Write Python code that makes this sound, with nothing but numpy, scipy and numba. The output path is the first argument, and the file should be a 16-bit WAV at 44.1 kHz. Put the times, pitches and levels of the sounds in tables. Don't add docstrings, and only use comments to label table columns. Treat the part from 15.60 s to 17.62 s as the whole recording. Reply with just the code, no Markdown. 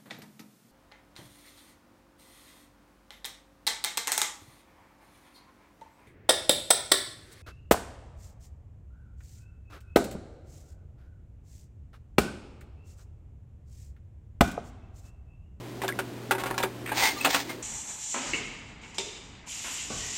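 import sys
import numpy as np
from scipy import signal
from scipy.fft import rfft, irfft, next_fast_len
from scipy.io import wavfile
from scipy.ndimage import uniform_filter1d
from numba import njit

SR = 44100
rng = np.random.default_rng(int(sys.argv[2]) if len(sys.argv) > 2 else 0)


def master_out(mix):
    frames = np.transpose(np.atleast_2d(mix))
    ceiling = np.clip(frames, -1, 1)
    pcm = np.round(ceiling * 32767).astype(np.int16)
    wavfile.write(sys.argv[1], SR, pcm)


N = 89302


def undb(db):
    return 10 ** (np.asarray(db) / 20)


def unit(x):
    return x / np.sqrt(np.mean(x ** 2))


def fade(t, t60):
    return undb(-60 * t / t60)


def curve(rows):
    return undb(np.interp(np.arange(N) / SR, *np.array(rows).T, left=-120, right=-120))


def colour(x, points):
    n = next_fast_len(len(x) // 2 + 2048) * 2
    freqs = np.arange(n // 2 + 1) * SR / n + 1
    hz, db = np.array(points).T
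    gain = undb(np.interp(np.log(freqs), np.log(hz), db))
    gain = unit(gain / (1 + (freqs / 6500) ** 16))
    cepstrum = irfft(np.log(gain))
    cepstrum[1:n // 2] *= 2
    cepstrum[n // 2 + 1:] = 0
    return irfft(rfft(x, n) * np.exp(rfft(cepstrum)))[:len(x)]


def convolve(x, response):
    return signal.fftconvolve(x, response / np.sqrt(np.sum(response ** 2)))[:N]


def ring(x, modes):
    t = np.arange(SR // 2) / SR
    response = sum(undb(db) / np.sqrt(t60) * fade(t, t60) * np.sin(2 * np.pi * hz * t)
                   for hz, db, t60 in modes)
    return convolve(x, response)


def ticks(per_s, spread_db=0):
    impulses = (rng.random(N) < per_s / SR) * np.sign(rng.standard_normal(N))
    return unit(impulses * undb(spread_db * rng.standard_normal(N)))


def octaves(hz):
    return np.log2(max(hz, 400) / 1200)


def blows(rows, modes, spectrum, crack_db, ring_db, t60):
    chatter_s, snap_db, snap_t60_s = .005, -17, .0045
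    out, t = np.zeros(N + SR), np.arange(SR // 3) / SR
    for start, db, length, spot_hz, spot_db in rows:
        tilt = 2.5 * octaves(spot_hz)
        decay = fade(t, t60 * length)
        contact = np.minimum(decay / fade(chatter_s, t60), 1)
        tilted = [(hz, level + tilt * octaves(hz)) for hz, level in spectrum]
        blow = undb(crack_db) * colour(rng.standard_normal(len(t)) * contact, tilted)
        blow += undb(crack_db + spot_db) * decay * np.sin(2 * np.pi * spot_hz * t)
        blow += undb(snap_db + tilt) * fade(t, snap_t60_s) * rng.standard_normal(len(t))
        for hz, mode_db, mode_t60 in modes:
            detune, side = rng.standard_normal(2)
            gain = np.sign(side) * undb(ring_db + mode_db + tilt * octaves(hz))
            blow += gain * fade(t, mode_t60 * length) * np.sin(2 * np.pi * hz * (1 + .004 * detune) * t)
        i = int(start * SR)
        out[i:i + len(t)] += undb(db) * blow
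    return out[:N]


def hum_and_air():
    # time in seconds, relative level in dB.
    hum_level = [(0, 0.5), (1.39, 0.5), (1.5, -7.5), (2.03, -5)]
    # frequency in Hz, relative level in dB.
    air_spectrum = [(25, -25), (60, -12.5), (150, -13), (260, -3), (380, -3.5), (480, -10), (1200, -20),
                    (5400, -27.5)]
    hum_hz, hum_db, air_db = 120.4, -46, -41
    tone = np.sqrt(2) * np.sin(2 * np.pi * (hum_hz * np.arange(N) / SR + rng.random()))
    air = unit(colour(rng.standard_normal(N), air_spectrum))
    return undb(hum_db) * curve(hum_level) * tone + undb(air_db) * air


def shuttles():
    # start in seconds, level in dB, ring length factor, spot pitch in Hz, spot level in dB.
    impacts = [(.2175, -15.5, 1.1, 1980, -2), (.2355, -15.5, 0.76, 837, 10.5), (.2445, -15, 1.13, 736, 4),
               (.280, -6.5, 0.27, 3570, 1), (.288, -15, 0.76, 1658, 9.5), (.389, -9, 0.85, 1457, 3),
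               (.7095, -1.5, 1.03, 1426, 2.5), (.749, -16.5, 0.98, 930, 5), (.7815, -17.5, 1.7, 1465, 3),
               (.797, -18.5, 1.7, 1850, -5), (.814, -22, 0.64, 1270, 0), (.8365, -12.5, 0.73, 1357, 0),
               (.858, -14.5, 2.14, 1420, -0.5), (.903, -19.5, 0.36, 1430, 10), (.909, -12.5, 0.71, 911, 3),
               (.942, -22, 0.78, 1396, 9), (.9792, -6.5, 0.8, 3970, -4), (1.002, -14, 1.13, 938, 6.5),
               (1.028, -13, 0.74, 3480, 5), (1.034, -6, 0.71, 1440, 2.5), (1.039, -16.5, 1.7, 403, 6)]
    # frequency in Hz, relative level in dB, 60 dB decay time in seconds.
    wood_modes = [(382.3, 1, 0.19), (566.3, -5, 0.18), (774, 4, 0.035), (886, -3.5, 0.086),
                  (1104, -4, 0.13), (1653, -12, 0.15)]
    # frequency in Hz, relative level in dB.
    crack_spectrum = [(100, -31), (300, -2.5), (700, -2.5), (1500, -1), (3300, -9), (5500, -16)]
    # time in seconds, drive level in dB.
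    glide_level = [(.76, -47), (.87, -39), (.99, -44), (1.065, -37)]
    knocks = blows(impacts, wood_modes, crack_spectrum, crack_db=-18, ring_db=-24, t60=.066)
    threads = ticks(per_s=900, spread_db=3) * curve(glide_level)
    return knocks + ring(threads, wood_modes)


def squeaks():
    # peak time in seconds, length in seconds, pitch in Hz, level in dB.
    rubs = [(.302, 0.0024, 1500, -27), (0.325, 0.002, 2006, -27), (1.321, 0.006, 1610, -26.5),
            (1.437, .02, 2070, -21.5), (1.477, 0.034, 2137, -24), (1.521, 0.01, 2100, -28.5),
            (1.578, 0.021, 1190, -37), (1.586, 0.011, 4150, -37), (1.613, 0.0061, 2600, -24)]
    t, out = np.arange(N) / SR, 0
    for peak, length, hz, db in rubs:
        waver = .007 * unit(uniform_filter1d(rng.standard_normal(N), size=90))
        envelope = undb(db) * np.exp(-2 * ((t - peak) / length) ** 2)
        out = out + envelope * np.sin(2 * np.pi * np.cumsum(hz * (1 + waver)) / SR)
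    return out


def treadle_creak():
    # start in seconds, level in dB.
    slips = [(1.26, -34), (1.275, -34.5), (1.292, -33.5)]
    # frequency in Hz, relative level in dB.
    joint_spectrum = [(600, -15.5), (2500, 0), (3000, -11), (5500, -21)]
    t, decay_s = np.arange(N) / SR, .013
    jerks = sum(undb(db) * (t > start) * np.exp(-abs(t - start) / decay_s) for start, db in slips)
    return colour(rng.standard_normal(N) * jerks, joint_spectrum)


def heddles():
    # time in seconds, drive level in dB.
    slide_level = [(1.34, -44.5), (1.38, -24), (1.419, -24), (1.468, -22), (1.492, -28.5), (1.555, -41.5),
                   (1.59, -39), (1.685, -35), (1.706, -25), (1.722, -32), (1.745, -23.5), (1.785, -34.5),
                   (1.803, -30.5), (1.84, -45), (1.88, -47), (1.90, -41.5), (1.97, -54)]
    jingle_level = [(1.325, -38), (1.415, -27), (1.428, -15.5), (1.472, -29), (1.54, -46)]
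    # frequency in Hz, relative level in dB.
    rustle_spectrum = [(400, -21), (850, 0.5), (1300, -9.5), (2100, -1), (2800, -6.5), (3600, -4),
                       (5500, -4.5)]
    # frequency in Hz, relative level in dB, 60 dB decay time in seconds.
    metal_modes = [(790, -8, .07), (882, -1, .12), (998, -2, .1), (1578, -7, .18), (1975, 2, .17),
                   (2170, -1, .06), (3657, -9, .16), (4575, -7, .18)]
    rustle = colour(ticks(per_s=2500) * curve(slide_level), rustle_spectrum)
    jingle = ring(ticks(per_s=2500) * curve(jingle_level), metal_modes)
    return rustle + undb(-7.5) * jingle


def frame_clacks():
    # start in seconds, level in dB, ring length factor, spot pitch in Hz, spot level in dB.
    impacts = [(1.3175, -16, 2, 860, 9), (1.424, -15, 3.7, 930, -3), (1.6473, -1.5, 0.93, 2600, 0.5),
               (1.657, -2.5, 0.95, 1270, -8.5), (1.671, -6, 0.76, 790, 0), (1.7455, -1.5, 0.85, 2570, -8),
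               (1.762, -9, 1.16, 1370, 0.5), (1.893, -22.5, 2.8, 2130, 5)]
    # frequency in Hz, relative level in dB, 60 dB decay time in seconds.
    frame_modes = [(165.4, -12, 0.26), (286, -4.5, 0.19), (490, -4, 0.16), (1690, -5, 0.049),
                   (2530, -9, 0.13)]
    # frequency in Hz, relative level in dB.
    crack_spectrum = [(80, -41), (250, -3), (700, 4), (1300, 3), (4300, -6.5), (5500, -16)]
    return blows(impacts, frame_modes, crack_spectrum, crack_db=-16, ring_db=-24, t60=.058)


def room(x):
    reverb_db, t60_s, gap_s = -10.5, .12, .0044
    t = np.arange(SR // 2) / SR
    reflections = rng.standard_normal(len(t)) * fade(t, t60_s) * (t > gap_s)
    return x + undb(reverb_db) * convolve(x, reflections)


@njit
def follow(x, attack_s, release_s):
    attack, release = 1 / (attack_s * SR), 1 / (release_s * SR)
    out, level = np.empty(len(x)), 0.
    for i in range(len(x)):
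        level += (abs(x[i]) - level) * (attack if abs(x[i]) > level else release)
        out[i] = level
    return out


def scene():
    loom = shuttles() + heddles() + frame_clacks() + treadle_creak() + squeaks()
    return (room(loom) + hum_and_air())[None]


def record(dry):
    threshold_db, ratio, ceiling = -19.5, 7.3, .42
    hold_samples, top_hz = 4, 15900
    level = follow(dry[0], attack_s=.015, release_s=.38)
    ducked = dry[0] * np.maximum(level / undb(threshold_db), 1) ** (1 / ratio - 1)
    anti_alias = signal.butter(8, SR / hold_samples / 2, fs=SR, output="sos")
    coarse = signal.sosfilt(anti_alias, ducked)[::hold_samples]
    held = np.repeat(ceiling * np.tanh(coarse / ceiling), hold_samples)[:N]
    treble_limit = signal.ellip(10, .2, 70, top_hz, fs=SR, output="sos")
    return signal.sosfilt(treble_limit, held)[None]


dry = scene()
out = record(dry)
master_out(out)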